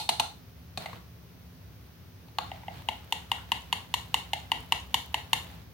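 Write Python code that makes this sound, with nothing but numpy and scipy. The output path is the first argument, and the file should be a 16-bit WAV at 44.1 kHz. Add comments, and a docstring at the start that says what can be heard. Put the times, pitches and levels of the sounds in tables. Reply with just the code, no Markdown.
"""A desk in a small quiet room: a steel palette knife works paint on a hand-held plastic palette.
It knocks paint off, scoops from another well, then stirs, clacking on the well's wall five times a second.
Each contact rings damped modes of plastic and steel; between contacts wet paint smears, crackles and pops.
The palette bumps and rumbles on the desk; ventilation hums in the background."""
import sys
import numpy as np
from scipy import signal
from scipy.fft import rfft, irfft, next_fast_len
from scipy.io import wavfile

SR = 44100
rng = np.random.default_rng(int(sys.argv[2]) if len(sys.argv) > 2 else 0)


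def transcribe(u):
    """Save the signal u as a 16-bit wav file named by the first command-line argument.

    u: samples, shape (n,) or (channels, n), limited to [-1, 1]; the rate is SR.
    q: integer samples, one column per channel.
    """
    v = np.clip(np.atleast_2d(u).T, -1, 1)
    q = np.round(v * 32767).astype(np.int16)
    wavfile.write(sys.argv[1], SR, q)


N = 252693
TIME_S = np.arange(N) / SR
AGE_S = np.arange(SR // 15) / SR   # time since a contact
LEAD = SR // 10   # samples before time 0, so the room already rings
SIDES = np.array([[.5], [-.5]])   # splits a left-right difference

# desk thump spectrum: (frequency [Hz], density [dB])
DESK_SPECTRUM = [(70, 3.5), (130, 4.5), (250, 1), (350, -8.5), (500, 0), (650, -24.5), (900, -36)]
# blade meets the well's wall: (time [s], force [dB], well pitch [Hz], edge-on [dB])
STIR_CONTACTS = [(2.516, -10.5, 774, -2), (2.5756, -27, 780, -5), (2.6338, -23, 827, -11),
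                 (2.6818, -9.5, 767, -17), (2.887, -1, 858, -5), (3.124, -1.5, 891, 4),
                 (3.3164, 0, 913, -2.5), (3.5186, .5, 912, -2), (3.727, -0.5, 926, 1.5),
                 (3.9399, -1, 934, 5), (4.1422, 1, 930, 1), (4.333, -2, 816, 2), (4.5175, 1, 895, -5.5),
                 (4.7221, 2, 913, -3), (4.9427, 0.83, 925, 3), (5.1429, -1, 870, 0.5),
                 (5.3314, 1.37, 925, 3)]
# scooping and spreading: (middle [s], half-width [s], smear [dB], rumble [dB])
PAINT_DRAGS = [(0.82, 0.026, -48.5, -64), (0.91, 0.068, -50.5, -62), (2.48, 0.05, -61, -50),
               (2.775, .035, -54.5, -51), (4.6, 0.023, -62, -46), (5.53, 0.086, -57, -52)]


def from_db(db):
    """Decibels to gain."""
    return 10 ** (np.asarray(db) / 20)


def unit_rms(x):
    """Scale to rms 1."""
    return x / np.sqrt(np.mean(x ** 2) + 1e-20)


def unit_hit(x):
    """Scale to rms 1 over the first 12 ms."""
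    return x / np.sqrt(np.mean(x[:, :round(.012 * SR)] ** 2) + 1e-20)


def at_hz(points, hz):
    """Interpolate on a log-frequency axis."""
    point_hz, value = np.transpose(points)
    return np.interp(np.log(hz + 1), np.log(point_hz), value)


def coloured(x, spectrum, stretch=1):
    """Minimum-phase filter; falls steeply beyond the spectrum's ends."""
    taps = 8192 if x.shape[-1] > len(AGE_S) else 2048
    hz = np.fft.rfftfreq(taps, 1 / SR) / stretch + 1e-3
    skirts = np.clip(np.minimum(hz / spectrum[0][0], spectrum[-1][0] / hz), .3, 1) ** 6
    gain = from_db(at_hz(spectrum, hz)) * skirts
    cepstrum = irfft(np.log(gain))[:taps // 2]
    cepstrum[1:] *= 2
    kernel = irfft(np.exp(rfft(cepstrum, taps)))
    padded = next_fast_len(x.shape[-1] + taps, True)
    return irfft(rfft(x, padded) * rfft(kernel, padded), padded)[:, :x.shape[-1]]


def stereo_noise(size):
    """White noise, left and right alike in the bass only."""
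    # diffuse field: (frequency [Hz], left-right correlation [1])
    correlation = [(50, 1), (130, 0.86), (280, 0.66), (700, 0.23), (1500, 0.21), (4000, 0), (7000, 0)]
    padded = next_fast_len(size, True)
    mid, side = rfft(rng.standard_normal((2, padded)))
    alike = np.clip(at_hz(correlation, np.fft.rfftfreq(padded, 1 / SR)), -.99, .99)
    left_right = np.sqrt(1 + alike) * mid + np.sqrt(1 - alike) * side * [[1], [-1]]
    return unit_rms(irfft(left_right, padded)[:, :size])


def diffuse(spectrum, size):
    """Coloured stereo noise, rms 1."""
    return unit_rms(coloured(stereo_noise(size), spectrum))


def fade(t, rise_s, t60_s):
    """Quick rise, exponential decay."""
    return (1 - np.exp(-t / rise_s)) * from_db(-60 * t / t60_s)


def burst(spectrum, rise_s, t60_s):
    """Decaying coloured noise."""
    return unit_hit(diffuse(spectrum, len(AGE_S)) * fade(AGE_S, rise_s, t60_s))


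def add(track, time_s, sound):
    """Mix into a track that starts LEAD samples early."""
    start = max(0, LEAD + round(time_s * SR))
    sound = sound[:, :track.shape[1] - start]
    track[:, start:start + sound.shape[1]] += sound


def contact(rattle_db, t60_s=0.037):
    """One hard click, then the blade chatters as it settles."""
    click = AGE_S == 0
    chatter = stereo_noise(len(AGE_S)) * fade(AGE_S, 0.00047, t60_s)
    return click + from_db(rattle_db) * chatter / np.sqrt(np.sum(chatter[0] ** 2))


def ring(modes, stretch, rise_s):
    """Damped modes; level, pitch and phase vary with the point of contact."""
    out = 0
    for k, (hz, db, t60_s, pan_db, lead_rad) in enumerate(modes):
        scatter_db, detune, shift_rad = rng.standard_normal(3) * [2.5, .006, .25]
        phase = lead_rad * SIDES + shift_rad + k * np.pi / 2   # quadrature: neighbours do not cancel
        wave = np.sin(2 * np.pi * hz * stretch * (1 + detune) * AGE_S + phase)
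        out = out + from_db(db + scatter_db + pan_db * SIDES) * wave * fade(AGE_S, rise_s, t60_s)
    return unit_hit(out)


def part(modes, cloud, force, ring_db, rise_s, pan_db, stretch=1):
    """One part of knife or palette: a few clear modes over a cloud of dense, short-lived ones."""
    dense = unit_hit(coloured(force, cloud, stretch))
    both = dense + from_db(ring_db) * ring(modes, stretch, rise_s)
    centred = both / np.linalg.norm(both, axis=1, keepdims=True)
    return unit_hit(centred * from_db(pan_db * SIDES))


def snap(rattle_db):
    """Bright crack of steel on plastic; a loose blade fizzes after it."""
    # spectra: (frequency [Hz], density [dB])
    crack_spectrum = [(4000, -39), (4800, 5), (5300, 6), (6100, 1), (7100, 12.5), (8000, -5.5), (10000, 3),
                      (12500, 4.5), (16000, -5)]
    fizz_spectrum = [(4500, -17), (5400, -5), (6200, 3), (6900, -3), (8600, 0.5), (10500, -4),
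                     (13000, -7.5), (16000, -14)]
    crack = unit_hit(coloured(contact(rattle_db=1.5, t60_s=0.014), crack_spectrum))
    fizz = burst(fizz_spectrum, rise_s=0.00069, t60_s=0.049)
    return unit_hit(crack + from_db(rattle_db + 15) * fizz)


def tap(well_hz, well_db, plate_db, blade_db, tip_db, snap_db, rattle_db):
    """One contact rings the plastic well and plate, the steel blade and tip, and the desk below."""
    # modes: (frequency [Hz], level [dB], t60 [s], left-right [dB], left lead [rad])
    well_modes = [(762, -14.5, 0.044, 15, 0.14), (925, 5.5, 0.029, 8.5, 0.78), (1062, 3.5, 0.018, 5, 1)]
    plate_modes = [(1910, -12, 0.04, 1, -2.5), (2104, 1, 0.039, -4, 2), (2260, 6, 0.023, 6, -4.5)]
    blade_modes = [(2886, 24, 0.0082, 0.93, 1.16), (3010, -4.5, 0.013, 4.3, 5), (3110, 3, 0.015, 1.3, -5.5)]
    tip_modes = [(3666, 2.5, 0.04, 1.4, -2.8), (3900, -9, 0.045, 1.1, -1.1),
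                 (4255, 18.5, 0.0057, 2.5, -0.99), (4760, -1, 0.011, 1.8, -0.88)]
    # dense modes around them: (frequency [Hz], density [dB])
    well_cloud = [(450, -25), (620, -25), (760, -1.5), (960, 1.5), (1100, 0), (1280, -20), (1550, -24.5),
                  (1800, -37)]
    plate_cloud = [(1400, -30), (1700, -1.5), (2100, 15.5), (2400, -18), (2800, -30.5)]
    blade_cloud = [(2250, -12.5), (2600, 0), (2800, 11), (3150, 4), (3450, -2), (4000, -35.5)]
    tip_cloud = [(3100, -27), (3550, 0), (4150, -1), (4550, -6), (5000, -18), (6000, -41.5)]
    on_plastic, on_steel = contact(rattle_db + 7.5), contact(rattle_db + 16)   # steel chatters more
    bend = 1 + 0.0071 * rng.standard_normal()   # bending shifts the blade's pitch
    press = well_hz / well_modes[1][0]   # pressing raises the well's pitch
    well = part(well_modes, well_cloud, on_plastic, ring_db=-3, rise_s=.002, pan_db=0, stretch=press)
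    plate = part(plate_modes, plate_cloud, on_steel, ring_db=0, rise_s=.00036, pan_db=2)
    blade = part(blade_modes, blade_cloud, on_steel, ring_db=-1.5, rise_s=.0013, pan_db=1.5, stretch=bend)
    tip = part(tip_modes, tip_cloud, on_steel, ring_db=-2.5, rise_s=.00024, pan_db=1.5)
    plastic = from_db(well_db) * well + from_db(plate_db) * plate
    steel = from_db(blade_db) * blade + from_db(tip_db) * tip + from_db(snap_db) * snap(rattle_db)
    desk = from_db(well_db - 22.5) * burst(DESK_SPECTRUM, rise_s=.0005, t60_s=0.19)
    return plastic + steel + desk


def knocks():
    """The free blade lands: a tap, plus the palette hits the desk, its sheet clacks, the steel clinks."""
    # (time [s], force [dB], well pitch [Hz], bare steel [dB], on plate [dB], flat-on [dB],
    #  desk [dB], rattle [dB])
    blows = [(-0.035, -1, 832, 4, -3, -4, -65, -8), (0.0908, 0, 863, 0.5, 0, -2, -60, -4),
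             (0.1975, 0, 883, -0.5, -2, 0, -60, -2), (0.7744, -14.5, 733, 4.5, 0, 8, -41, -10.5),
             (0.859, -15, 750, -7, 12, 1, -62, -8), (0.9309, -28.5, 970, -3, 12, 20, -43.5, -8),
             (2.2842, -34.5, 843, -4, -8, -8, -80, -15), (2.3853, -5, 860, -1.5, 0, 10.5, -58, -28)]
    # whole sheet, free blade: (frequency [Hz], level [dB], t60 [s], left-right [dB], left lead [rad])
    sheet_modes = [(1147, 7, 0.023, 4.5, 0.5), (1298, -7, 0.037, -1, 0.097), (1490, -5.5, 0.02, 0, 0.51),
                   (1700, -6.5, 0.026, -4, 0.13), (2370, -23.5, 0.018, 6, -0.57)]
    clink_modes = [(2484, 2, 0.034, -2, -.4), (4153, 1, 0.031, -4, -0.34), (4250, 7.5, 0.016, -4, 0.058),
                   (4640, -4, 0.012, -11, 0.31), (8840, -18, 0.021, 6, 0.63)]
    # free blade's dense modes: (frequency [Hz], density [dB])
    clink_cloud = [(2200, -22), (2500, -2), (3000, -27), (3800, -2.5), (4150, 5), (4450, -9), (4800, -7),
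                   (5600, -21), (8600, -16), (11000, -28)]
    out = np.zeros((2, LEAD + N))
    for time_s, force_db, well_hz, bare_db, on_plate_db, flat_db, desk_db, rattle_db in blows:
        steel_db = force_db + bare_db
        hit = tap(well_hz, well_db=force_db - 23.5, plate_db=force_db + on_plate_db - 37,
                  blade_db=1.32 * force_db - 27.5, tip_db=steel_db - 29,
                  snap_db=steel_db + 0.21 * rattle_db - 31.5, rattle_db=rattle_db)
        hit += from_db(desk_db) * burst(DESK_SPECTRUM, rise_s=.001, t60_s=0.047)
        hit += from_db(force_db + flat_db - 37) * ring(sheet_modes, stretch=0.97, rise_s=0.00076)
        force = contact(rattle_db=-2)
        clink = part(clink_modes, clink_cloud, force, ring_db=-1.5, rise_s=0.00041, pan_db=-0.5)
        add(out, time_s, hit + from_db(steel_db - 27.5) * clink)
    return out * from_db(-SIDES)   # 1 dB to the right


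def room(x, wet_db=-9, gap_s=0.0052, echo_s=0.0065, echo_db=-25):
    """One near reflection and a diffuse tail."""
    # tail: (frequency [Hz], level [dB])
    spectrum = [(150, 2.5), (500, 9), (950, 0), (1450, 7.5), (2100, 2.5), (2850, -2), (3400, 2.5),
                (4200, 3), (7000, 2), (15000, 1)]
    t = np.arange(SR * 2 // 3) / SR
    tail = diffuse(spectrum, len(t)) * fade(np.maximum(t - gap_s, 0), rise_s=0.014, t60_s=0.31)
    response = from_db(wet_db) * unit_rms(tail) / np.sqrt(len(t))
    response[:, round(echo_s * SR)] += from_db(echo_db)
    return x + signal.fftconvolve(x, response, axes=1)[:, :x.shape[1]]


def ventilation(air_db=-50.5):
    """Narrow noise drones over steady room air."""
    # air: (frequency [Hz], density [dB])
    air_spectrum = [(15, -67), (25, -53), (53, -15), (74, -1.5), (120, -1.5), (141, -11.5), (174, -0.5),
                    (200, -18.5), (255, -11.5), (299, -19), (449, -20), (857, -25), (6000, -33),
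                    (7600, -45), (15800, -30.5)]
    # hum: (frequency [Hz], filter width [Hz], level [dB])
    drones = [(68.4, 3.8, -64.5), (176.2, 2.66, -64.5), (255.7, 7.4, -73)]
    out = from_db(air_db) * diffuse(air_spectrum, N)
    for hz, width_hz, db in drones:
        b, a = signal.iirpeak(hz, hz / width_hz, fs=SR)
        noise = rng.standard_normal(N + SR)
        drone = signal.lfilter(b, a, signal.lfilter(b, a, noise))[SR:]   # 1 s to settle
        out += from_db(db) * unit_rms(drone)
    return out


def swell(middle_s, width_s):
    """One push of the hand: Gaussian, peak 1."""
    return np.exp(-.5 * ((TIME_S - middle_s) / width_s) ** 2)


def sweeps(per_force, delay_s=0.058, width_s=0.11):
    """Blade speed round the well: a swell after each clack, smaller after a gentle one."""
    return np.max([from_db(per_force * force_db) * swell(time_s + delay_s, width_s)
                   for time_s, force_db, *_ in STIR_CONTACTS], axis=0)


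def handling(hold_db=-58.5, sweep_db=-53):
    """The held palette rumbles on the desk, more with each sweep and drag."""
    # rumble: (frequency [Hz], density [dB])
    spectrum = [(35, -38.5), (65, 7.5), (110, 0.5), (200, -9.5), (500, -19), (900, -78)]
    drags = sum(from_db(db) * swell(time_s, width_s) for time_s, width_s, _, db in PAINT_DRAGS)
    pushes = from_db(sweep_db) * sweeps(per_force=.2) + drags
    return np.hypot(from_db(hold_db), pushes) * diffuse(spectrum, N)


def smear(slips_per_s=1800, spread_db=5, hiss_db=4.5, sweep_db=-54.5):
    """Fine slips of the blade in wet paint, over a soft hiss."""
    # slips and hiss: (frequency [Hz], density [dB])
    spectrum = [(300, -11), (750, 3), (1400, -2.5), (2000, -5.5), (2900, -3), (4100, -6.5), (5500, -15.5),
                (10000, -21.5), (16000, -17)]
    slips = rng.random(N) < slips_per_s / SR
    sizes = from_db(spread_db * np.minimum(rng.exponential(1, N), 4))
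    hiss = diffuse(spectrum, N)
    grains = unit_rms(coloured(slips * sizes * rng.standard_normal((2, N)), spectrum))
    drags = sum(from_db(db) * swell(time_s, width_s) for time_s, width_s, db, _ in PAINT_DRAGS)
    motion = from_db(sweep_db) * sweeps(per_force=.15) + drags
    return motion * unit_rms(grains + from_db(hiss_db) * hiss)


def stirring(thinning_db_per_s=1.36, mid_stir_s=4.0):
    """The blade clacks on the well's wall; a harder turn makes a shorter, brighter contact."""
    # well, plate, blade, tip, snap: (base level [dB], force slope [dB/dB], edge-on slope [dB/dB])
    response = [(-27.5, 1.0, -0.08), (-34, 0.96, 0.03), (-24.5, 1.88, 0.2), (-34, 1.9, 0.76),
                (-37.5, 2.5, 1.0)]
    out = np.zeros((2, LEAD + N))
    for time_s, force_db, well_hz, edge_db in STIR_CONTACTS:
        well_db, plate_db, blade_db, tip_db, snap_db = [
            db + per_force * force_db + per_edge * edge_db for db, per_force, per_edge in response]
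        plate_db += thinning_db_per_s * (time_s - mid_stir_s)   # spread paint damps the plate less
        clack = tap(well_hz, well_db, plate_db, blade_db, tip_db, snap_db, rattle_db=-17)
        add(out, time_s, clack)
    return out


def crackle(ticks_per_s=110, base_db=-48.5, spread_db=5, cap_db=9):
    """Stirred paint tears in tiny bright ticks, mostly in mid-sweep."""
    # tick: (frequency [Hz], density [dB])
    spectrum = [(3000, -16), (4500, 2), (7000, -6), (11000, 7), (16000, 3)]
    ticks = rng.random(N) < sweeps(per_force=1.8) * ticks_per_s / SR
    sizes = from_db(base_db + np.minimum(spread_db * rng.exponential(1, N), cap_db))
    return coloured(ticks * sizes * rng.standard_normal((2, N)), spectrum)


def pops():
    """Threads of sticky paint part, each with one tick."""
    # (time [s], peak [dB], frequency [Hz])
    threads = [(3.381, -38.5, 1330), (3.62, -40, 7200), (4.012, -39, 7500), (4.40, -43, 6500),
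               (4.604, -37, 10800), (4.80, -40, 6500), (5.513, -41.5, 11500)]
    out = np.zeros((2, LEAD + N))
    for time_s, db, hz in threads:
        tick = burst([(hz / 2, -20), (hz, 0), (hz * 2, -20)], rise_s=0.00022, t60_s=0.0056 + 43 / hz)
        add(out, time_s, from_db(db) * tick / np.abs(tick).max())
    return out


def scene(left_db=0.5):
    """Contacts and pops in the room, plus dry paint noise, rumble and ventilation."""
    work = room(stirring() + knocks() + pops())[:, LEAD:] * from_db(left_db * SIDES)
    return work + smear() + crackle() + handling() + ventilation()


def record(dry):
    """Steep low-pass at 16 kHz."""
    return signal.sosfilt(signal.ellip(10, .1, 80, 16000, fs=SR, output="sos"), dry)


dry = scene()
out = record(dry)
transcribe(out)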